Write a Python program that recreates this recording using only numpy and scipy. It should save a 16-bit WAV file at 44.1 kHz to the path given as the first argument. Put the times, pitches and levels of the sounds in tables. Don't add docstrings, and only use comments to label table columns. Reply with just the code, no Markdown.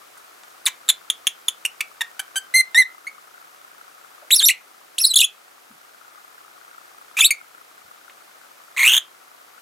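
import sys
import numpy as np
from scipy import signal
from scipy.fft import rfft, irfft
from scipy.io import wavfile
from scipy.ndimage import uniform_filter1d, minimum_filter1d

SR = 44100
rng = np.random.default_rng(int(sys.argv[2]) if len(sys.argv) > 2 else 0)


def output_pcm(signal):
    pcm = np.clip(np.atleast_2d(signal).T, -1, 1) * 32767
    wavfile.write(sys.argv[1], SR, np.round(pcm).astype(np.int16))


def volts_from_decibels(level):
    exponent = np.asarray(level, float) / 20
    return 10 ** exponent


N = 423801

# [f/Hz, level/dB per Hz]
HISS_MID = [(18, -61.5), (30, -32.5), (88, -24), (215, -16.5), (311, -10.5), (584, -7.5), (721, -6),
            (913, -6.5), (1280, -4), (2410, -10), (2610, -11.5), (14800, -16.5), (16000, -24.5)]
HISS_SIDE = [(18, -70), (30, -42.5), (199, -23.5), (355, -10), (684, -6), (760, -3.5), (962, -9),
             (1280, -12), (2010, -10.5), (6380, -22.5), (12600, -29), (14800, -31.5), (16000, -39)]
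# [t/s, level/dB]
MOTOR_LEVEL = [(0, -48.5), (1.5, -50), (3, -46), (4.5, -49.5), (5.4, -53.5), (6.2, -45.5), (7, -47.5),
               (8, -48), (9, -48.5), (9.61, -50)]
# [t/s, peak level/dB, f/Hz, t60/s, bandwidth/Hz]
TICKS = [
    (0.168, -41, 1330, .05, 900),
    (.175, -46.5, 9000, .06, 5000),
    (0.434, -31, 2500, 0.011, 6000),
    (4.22, -45.5, 627, 0.18, 273),
    (5.699, -47.5, 190, 0.18, 120),
    (7.84, -57, 130, 0.15, 100),
    (8.096, -36.5, 2300, 0.03, 1770),
    (3.242, -41, 1500, 0.025, 1200),
]
# [f/Hz, level/dB]
THROAT = [(700, -10), (1400, -13.5), (2100, -2), (3600, -2), (4500, -5), (5100, -8), (5800, -9), (7000, -4),
          (9000, -2.5), (11000, -1), (13000, -8.5), (16000, -19.5)]
# [f/Hz, level/dB]
RASP = [(450, -46), (900, -11.5), (2000, -3), (3500, -5.5), (5000, -17), (6200, -3.5), (11000, -14),
        (13500, -9), (16000, -25)]
# [f/Hz, level/dB]
HALF_SHUT_BEAK = [(1000, 2), (2500, -0.5), (4000, -1), (5000, -24), (6300, -2), (8500, -4.5), (11000, -13),
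                  (13200, 3), (16000, 0)]
# [overtone tilt/dB per octave, rasp level/dB, period doubling level/dB, unsteadiness/0-1,
#          cracked onset/s, doubling level in the crack/dB]
CLEAR = (-4.5, -36, -48, .07, 0, 0)
THIN = (-9.5, -36, -55, .1, 0, 0)
WHISTLE = (-8.5, -35, -40, .015, .004, -14)
HOARSE = (-7, -8, -4, .1, 0, 0)
CROAK = (-7, -2, -4, .35, 0, 0)
REEDY = (-10, -11, -14, .18, 0, 0)
SHARP = (-4.5, -13, -24, .17, 0, 0)
SOFT = (-8, -10, -11, .25, 0, 0)
BUZZ = (-5, -16, -17, .16, .03, -10)
CREAK = (-5, -1, 2, .35, 0, 0)
CATCH = (-7, -18, -18, .03, 0, 0)
TREMBLING = (-7, -31, -37, .24, 0, 0)
SPLIT = (-12, -37, -16, .1, 0, 0)
PIPING = (-5.5, -43, -47, .01, .003, -20)
NASAL = (-5, -29, -41, .02, .009, -13)
# [t/s, f/Hz, effort level/dB]
FIRST_CHIRP = [
    (CLEAR, [(.656, 4870, -20), (.659, 4880, -18.5), (.6615, 4790, -22)]),
    (SHARP, [(.662, 4300, -16), (.6635, 3840, -11), (.6652, 3750, -19), (.6675, 3660, -7), (.6695, 3300, -18.5)]),
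    (CREAK, [(.67, 2400, -17), (.674, 2200, -18), (.679, 2080, -20), (.685, 2000, -20), (.687, 1950, -28)]),
]
# [t/s, length/s, f/Hz, effort level/dB, end f over start f]
CHIRPS = [(0.882, .001, 3780, -24, 1), (.889, 0.0051, 3700, -7, 1), (0.8943, 0.0047, 4000, -10, 1.05),
          (.899, 0.0066, 3450, -8, 0.99), (1.1006, 0.0024, 3390, -6, .95), (1.1049, .0016, 3190, -12, 1),
          (1.1064, .0016, 3300, -14, 1.04), (1.2695, 0.0036, 3200, -7, 1.12),
          (1.2733, .0012, 2750, -15, .95), (1.2753, .0028, 3290, -9, 1.03),
          (1.4828, 0.0052, 3420, -10, .92), (1.49, 0.0021, 3150, -16, 1), (1.651, 0.0063, 2720, -13, 1.25),
          (1.66, 0.0031, 2720, -15, 1.05), (1.8066, .0045, 2320, -13, 0.974),
          (1.811, 0.0044, 2560, -16.5, 0.95)]
# [t/s, f/Hz, effort level/dB]
LONG_CHIRPS = [
    (SOFT, [(2.008, 1880, -20), (2.012, 1830, -21), (2.016, 1900, -16), (2.0212, 1780, -21)]),
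    (NASAL, [(2.194, 1500, -22), (2.198, 1520, -22), (2.203, 1620, -20)]),
    (NASAL, [(2.3575, 1530, -24), (2.362, 1550, -21.5), (2.37, 1585, -18.5), (2.381, 1525, -20.5), (2.389, 1610, -29)]),
    (PIPING, [(2.5395, 2016, -21.5), (2.547, 2036, -12), (2.565, 2106, -9), (2.577, 2084, -10.5), (2.607, 2068, -11), (2.6146, 2026, -19.5)]),
    (WHISTLE, [(2.746, 1860, -16.5), (2.753, 1790, -14.5), (2.76, 1870, -11), (2.77, 1892, -13.5), (2.78, 2020, -7.5), (2.792, 2081, -6.5), (2.805, 2038, -8.5), (2.817, 2005, -13), (2.8287, 1817, -20)]),
    (THIN, [(3.068, 2040, -30), (3.075, 2192, -22.5), (3.0905, 2270, -36.5)]),
]
# [t/s, f/Hz, effort
# level/dB]
WARBLES = [
    (CLEAR, [(4.306, 1910, -16.5), (4.3115, 3205, -15), (4.32, 3830, -12), (4.33, 3990, -7.5), (4.338, 3747, -9), (4.344, 3510, -9.5), (4.349, 4680, -10)]),
    (TREMBLING, [(4.35, 5250, -14.5), (4.354, 5320, -11), (4.357, 5200, -18), (4.363, 5580, -9), (4.369, 5550, -13), (4.375, 5220, -20)]),
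    (THIN, [(4.377, 5000, -22), (4.382, 4850, -19), (4.387, 5010, -19), (4.391, 4450, -18), (4.395, 4300, -9.5), (4.4, 3903, -12.5), (4.404, 3310, -14)]),
    (CATCH, [(4.405, 3320, -15), (4.4135, 3285, -18.5)]),
    (HOARSE, [(4.414, 3285, -18.5), (4.421, 3090, -20), (4.427, 3450, -18)]),
    (CLEAR, [(4.428, 3580, -11), (4.432, 3700, -17), (4.44, 3754, -12), (4.451, 3570, -8.5), (4.454, 4000, -12), (4.4565, 5300, -12.5)]),
           (CLEAR, [(4.457, 5450, -11.5), (4.469, 5970, -6), (4.48, 5570, -13), (4.4815, 5000, -20)]),
    (CLEAR, [(4.482, 4400, -14), (4.4855, 4200, -6), (4.489, 2975, -9.5), (4.494, 2150, -11.5), (4.499, 1930, -10), (4.507, 2600, -13.5), (4.516, 2920, -20), (4.521, 2800, -30)]),
    (CLEAR, [(4.9815, 2660, -20), (4.985, 3400, -14.5), (4.989, 4350, -15), (4.993, 5000, -25.5)]),
    (THIN, [(4.994, 5320, -22), (5.0025, 5150, -19)]),
    (SPLIT, [(5.003, 5150, -19), (5.0095, 5200, -20)]),
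    (THIN, [(5.01, 5220, -20), (5.017, 5800, -13), (5.023, 5440, -18), (5.029, 5600, -18.5), (5.038, 4600, -19)]),
    (THIN, [(5.039, 4270, -15), (5.045, 4200, -8.5), (5.05, 3846, -6), (5.054, 4290, -4.5), (5.058, 4850, -16.5)]),
    (THIN, [(5.06, 5000, -22), (5.066, 5230, -13.5), (5.072, 5150, -12.5), (5.079, 4950, -22), (5.087, 4380, -25), (5.102, 4110, -22), (5.107, 4030, -14), (5.116, 3950, -15.5), (5.125, 3980, -30)]),
           (CLEAR, [(5.1375, 3000, -20), (5.141, 3320, -14), (5.1445, 3500, -10.5), (5.146, 3400, -25)]),
    (CLEAR, [(5.1575, 4500, -10), (5.162, 3650, -6), (5.168, 3250, -4), (5.174, 3500, -5.5), (5.1775, 4150, -9), (5.179, 4500, -23), (5.183, 5300, -20), (5.186, 5320, -7), (5.188, 4600, -18.5)]),
    (CLEAR, [(5.1885, 4200, -13.5), (5.1905, 3450, -5.5), (5.1935, 2950, -15), (5.199, 2790, -17), (5.2035, 3000, -13.5), (5.206, 3650, -4.5), (5.209, 4270, -12.5)]),
    (CLEAR, [(5.21, 4306, -10.5), (5.2135, 3750, -7.5), (5.2172, 3350, -6.5), (5.2192, 2600, -13), (5.226, 2500, -13), (5.234, 2693, -14), (5.24, 3170, -14), (5.246, 3410, -8), (5.252, 3435, -13), (5.255, 3310, -26)]),
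           (REEDY, [(7.1685, 2300, -21.5), (7.178, 2560, -18.5), (7.186, 2420, -19)]),
    (CROAK, [(7.187, 2444, -18.5), (7.195, 2600, -15.5), (7.2035, 2660, -19.5)]),
    (CLEAR, [(7.2054, 3100, -13.5), (7.2095, 3610, -3.5), (7.2135, 3450, -4.5), (7.2165, 2595, -18), (7.221, 2235, -11.5), (7.23, 2560, -14), (7.238, 2605, -10), (7.2425, 2750, -14)]),
    (CLEAR, [(7.243, 2910, -13.5), (7.247, 3730, -7), (7.251, 3930, -7.5), (7.256, 3550, -5.5), (7.26, 4006, -9.5), (7.2628, 3800, -9), (7.265, 4350, -9), (7.27, 4430, -15), (7.277, 4450, -24)]),
    (CLEAR, [(7.3065, 2560, -11.5), (7.311, 2105, -9.5), (7.317, 2295, -14), (7.326, 2374, -23)]),
]
# [t/s, gap effort level/dB, top effort level/dB, f/Hz]
BEATS = [(8.7695, -35, -19, 2130.0), (8.7769, -29, -18, 2250.0), (8.7841, -25, -18, 2310.0),
         (8.7902, -22, -15, 2120.0), (8.7995, -24, -15, 2140.0), (8.8045, -18, -13, 2230.0),
         (8.81, -20, -15, 2180.0), (8.8137, -20, -13, 2180.0), (8.8217, -28, -14, 2180.0),
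         (8.8283, -29, -11, 2060.0), (8.8384, -16, -10, 2200.0), (8.8427, -24, -12, 2270.0),
         (8.8491, -22, -10, 2490.0), (8.8541, -14, -9, 2380.0), (8.8592, -22, -8, 2520.0),
         (8.867, -21, -8, 2550.0), (8.8733, -16, -7, 2740.0), (8.8831, -20, -8, 2770.0),
         (8.8895, -21, -12, 2880.0), (8.8927, -17, -8, 3070.0), (8.8996, -17, -13, 3080.0),
         (8.9033, -22, -13, 3040.0), (8.9107, -18, -12, 2910.0), (8.9169, -26, -10, 2990.0),
         (8.9237, -20, -12, 3060.0), (8.9289, -22, -10, 3100.0), (8.9333, -28, -8, 3260.0),
         (8.9417, -21, -7, 3210.0), (8.9468, -20, -10, 3100.0), (8.9547, -26, -13, 2910.0),
         (8.9634, -24, -8, 3170.0), (8.9721, -24, -10, 3340.0)]
# [delay/ms, level/dB]
ECHOES = [(1.1, -15.5), (2.7, -14.5), (4.6, -17), (7.9, -26), (12.4, -23), (17.5, -30)]
# [f/Hz, t60/s]
ROOM_T60 = [(1000, 0.24), (2200, .24), (3960, 0.16), (10400, 0.1)]
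# [f/Hz, level/dB]
ROOM_COLOUR = [(1000, 0), (2100, 0), (3400, -2.5), (4600, 2), (9000, 0), (14000, 0)]


def evened(x):
    return x / np.sqrt(np.mean(x ** 2) + 1e-20)


def read(points, hz):
    f, value = np.transpose(points)
    return np.interp(np.log(hz + 1), np.log(f + 1), value)


def add(mix, s, sound):
    part = mix[round(s * SR):][:len(sound)]
    part += sound[:len(part)]


def coloured(spectrum, size):
    white = rfft(rng.standard_normal(size))
    return evened(irfft(white * volts_from_decibels(read(spectrum, np.fft.rfftfreq(size, 1 / SR))), size))


def drift(size, ms):
    span = max(int(ms * SR / 1000), 1)
    once = uniform_filter1d(rng.standard_normal(size), span)
    return evened(uniform_filter1d(once, span))


def hiss():
    mid_db, side_db, lean = -51, -52.5, 0.065
    mid = volts_from_decibels(mid_db) * coloured(HISS_MID, N)
    side = volts_from_decibels(side_db) * coloured(HISS_SIDE, N) + lean * mid
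    return np.array([mid + side, mid - side])


def lens_motor():
    frames_per_s, frame_lag = 30, .36
    chatter_per_s, ring_t60_s = 150., 0.01
    whine_hz, whine_db = 740, -66.5
    out, t = np.zeros((2, N)), np.arange(400) / SR
    steps = ((np.arange(N * frames_per_s // SR) + frame_lag) * SR / frames_per_s).astype(int)
    mode = rng.integers(0, 8, N)
    kicks = volts_from_decibels(2.7 * np.minimum(rng.exponential(1, N), 3))
    kicks *= rng.random(N) < chatter_per_s / SR
    kicks[steps + rng.integers(0, 120, len(steps))] = volts_from_decibels(10.0 + 3.2 * rng.standard_normal(len(steps)))
    for k, hz in enumerate(np.geomspace(1170, 1480, 8)):
        ring = np.sin(2 * np.pi * hz * t) * t * volts_from_decibels(-60 * t / ring_t60_s)
        ports = [1.1, -.4 + 0.39 * (-1) ** k]
        out += np.outer(ports, signal.oaconvolve(kicks * (mode == k), ring)[:N])
    whine = volts_from_decibels(whine_db) * np.sin(2 * np.pi * np.cumsum(whine_hz + 8.82 * drift(N, 60.)) / SR)
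    level_db = np.interp(np.arange(N) / SR, *np.transpose(MOTOR_LEVEL)) - 2.0
    return evened(out) * volts_from_decibels(level_db) + whine


def ticks():
    out, t = np.zeros(N), np.arange(4000) / SR
    for s, db, hz, t60, width_hz in TICKS:
        band = [(10, -70), (max(hz - width_hz, 20), -24), (hz, 0),
                (hz + width_hz, -14), (hz + 3 * width_hz, -40)]
        onset = np.minimum(t * hz / 2.7, 1)
        add(out, s, coloured(band, len(t)) * volts_from_decibels(db - 60 * t / t60) * onset)
    return out


def syllable(voice, course, shut=0):
    dip_hz, dip_width_hz, dip_db = 4900, 600, -13
    crack_rasp_db = -6
    tilt_db, rasp_db, doubling_db, unsteady, crack_s, crack_db = voice
    s, pitch_hz, db = np.transpose(course)
    t = np.arange(s[0] - .0006, s[-1] + 0.0013, 1 / SR)
    hz = uniform_filter1d(np.interp(t, s, pitch_hz), size=40, mode="nearest")
    effort_db = np.interp(t, s, db)
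    level = volts_from_decibels(effort_db)
    level *= np.sin(np.pi / 2 * np.clip((t - t[0]) / 0.0008, 0, 1))
    level *= np.clip((t[-1] - t) / 0.0021, 0, 1)

    crack = uniform_filter1d(1. * (t < s[0] + crack_s), size=60) * (crack_s > 0)
    rasp_db = rasp_db + crack * max(crack_db + crack_rasp_db - rasp_db, 0)
    doubling_db = doubling_db + crack * max(crack_db - doubling_db, 0)
    tilt_db = tilt_db + 0.1406 * (effort_db - effort_db.max())
    level *= volts_from_decibels(4.6 * unsteady * drift(len(t), 1.6))
    hz *= 1 + 0.12 * unsteady * drift(len(t), .5) + shut * .06 * drift(len(t), 1.6)

    k = np.arange(1, 23)[:, None] / 2
    colour_db = read(THROAT, k * hz) + shut * read(HALF_SHUT_BEAK, k * hz)
    colour_db += 2.76 * (k > 1) * np.array([drift(len(t), 3.5) for _ in k])
    lines_db = colour_db + tilt_db * np.log2(np.maximum(k, 1)) + doubling_db * (k % 1 > 0)
    lines = volts_from_decibels(lines_db) * (k * hz < 17000)
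    lines = lines * (np.tanh((dip_hz - k * hz) / dip_width_hz) + 1j * volts_from_decibels(dip_db))
    turns = np.cumsum(hz) / SR
    waves = lines * np.exp(1j * (2 * np.pi * k * turns + .4 * k + np.pi))
    tone = np.sqrt(2) * waves.real.sum(0) / np.linalg.norm(lines, axis=0)

    rasp_colour = [(f, band_db + shut * read(HALF_SHUT_BEAK, f)) for f, band_db in RASP]
    puffs = 1 + 0.17 * np.cos(2 * np.pi * turns)
    rasp = volts_from_decibels(rasp_db) * coloured(rasp_colour, len(t)) * puffs
    return t[0], level * (tone + rasp) / np.sqrt(1 + volts_from_decibels(2 * rasp_db))


def blip(start, length, pitch_hz, effort_db, glide):
    arch, peak = .96, .4
    bend = glide ** .5
    voice = SOFT if pitch_hz < 2700 else SHARP
    return voice, [(start, arch * pitch_hz / bend, effort_db - 3),
                   (start + peak * length, pitch_hz / arch, effort_db),
                   (start + length, arch * pitch_hz * bend, effort_db - 7)]


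def flutter():
    start_s, end_s, edge_db = 8.7655, 8.9865, -30
    rise, fall, shoulder_db = .22, .78, -3.5
    bend = .11
    course = [(start_s, BEATS[0][3], edge_db + 4)]
    ends = [row[0] for row in BEATS[1:]] + [end_s]
    for (s, gap_db, top_db, hz), end in zip(BEATS, ends):
        course += [(s, hz * (1 - bend), gap_db),
                   (s + rise * (end - s), hz, top_db + shoulder_db),
                   ((s + end) / 2, hz * (1 + bend / 2), top_db),
                   (s + fall * (end - s), hz, top_db + shoulder_db)]
    course.append((end_s, BEATS[-1][3], edge_db))
    raised = [(s, hz, db + 1.5) for s, hz, db in course]
    return syllable(BUZZ, raised, shut=.76)


def parrot():
    out = np.zeros(N)
    chirps = FIRST_CHIRP + [blip(*row) for row in CHIRPS] + LONG_CHIRPS
    for voice, course in chirps + WARBLES:
        add(out, *syllable(voice, course))
    add(out, *flutter())
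    return signal.sosfilt(signal.butter(4, 620, "high", fs=SR, output="sos"), out)


def room(x):
    tail_db, size = -15.5, SR // 2
    taps = np.zeros((2, size))
    at = np.arange(120, size - 20, 20) + rng.integers(0, 20, (2, (size - 121) // 20))
    np.put_along_axis(taps, at, rng.choice([-1., 1.], at.shape), 1)
    hz, t, bands = signal.stft(taps, SR, nperseg=128)
    decay_db = read(ROOM_COLOUR, hz)[:, None] - 60 * t / read(ROOM_T60, hz)[:, None]
    tail = signal.istft(bands * volts_from_decibels(decay_db), SR, nperseg=128)[1]
    tail = volts_from_decibels(tail_db) * (tail + 0.39 * tail[::-1]) / np.linalg.norm(tail[0])
    for k, (ms, db) in enumerate(ECHOES):
        sides = np.array([1, .8])[::(-1) ** k]
        tail[:, int(ms * SR / 1000)] += (-1) ** k * volts_from_decibels(db) * sides
    return signal.fftconvolve(x[None], tail, axes=1)[:, :N]


def scene():
    near = parrot() + ticks()
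    return near * volts_from_decibels([[-.3], [.2]]) + room(near) + hiss() + lens_motor()


def low_pass(x):
    return signal.sosfilt(signal.butter(12, 16800, fs=SR, output="sos"), x)


def record(dry):
    recovery_s = 1.2
    load = signal.lfilter([1 / SR], [1, 1 / (recovery_s * SR) - 1], (dry ** 2).mean(0))
    eased = dry * volts_from_decibels(-3.0 * np.tanh(load / 0.023))
    eased = signal.sosfilt(signal.ellip(8, .3, 40, 15900, fs=SR, output="sos"), eased)
    limit = minimum_filter1d(np.minimum(.9 / (abs(eased).max(0) + 1e-9), 1), size=121)
    return low_pass(eased * uniform_filter1d(limit, size=61))


dry = scene()
out = record(dry)
output_pcm(out)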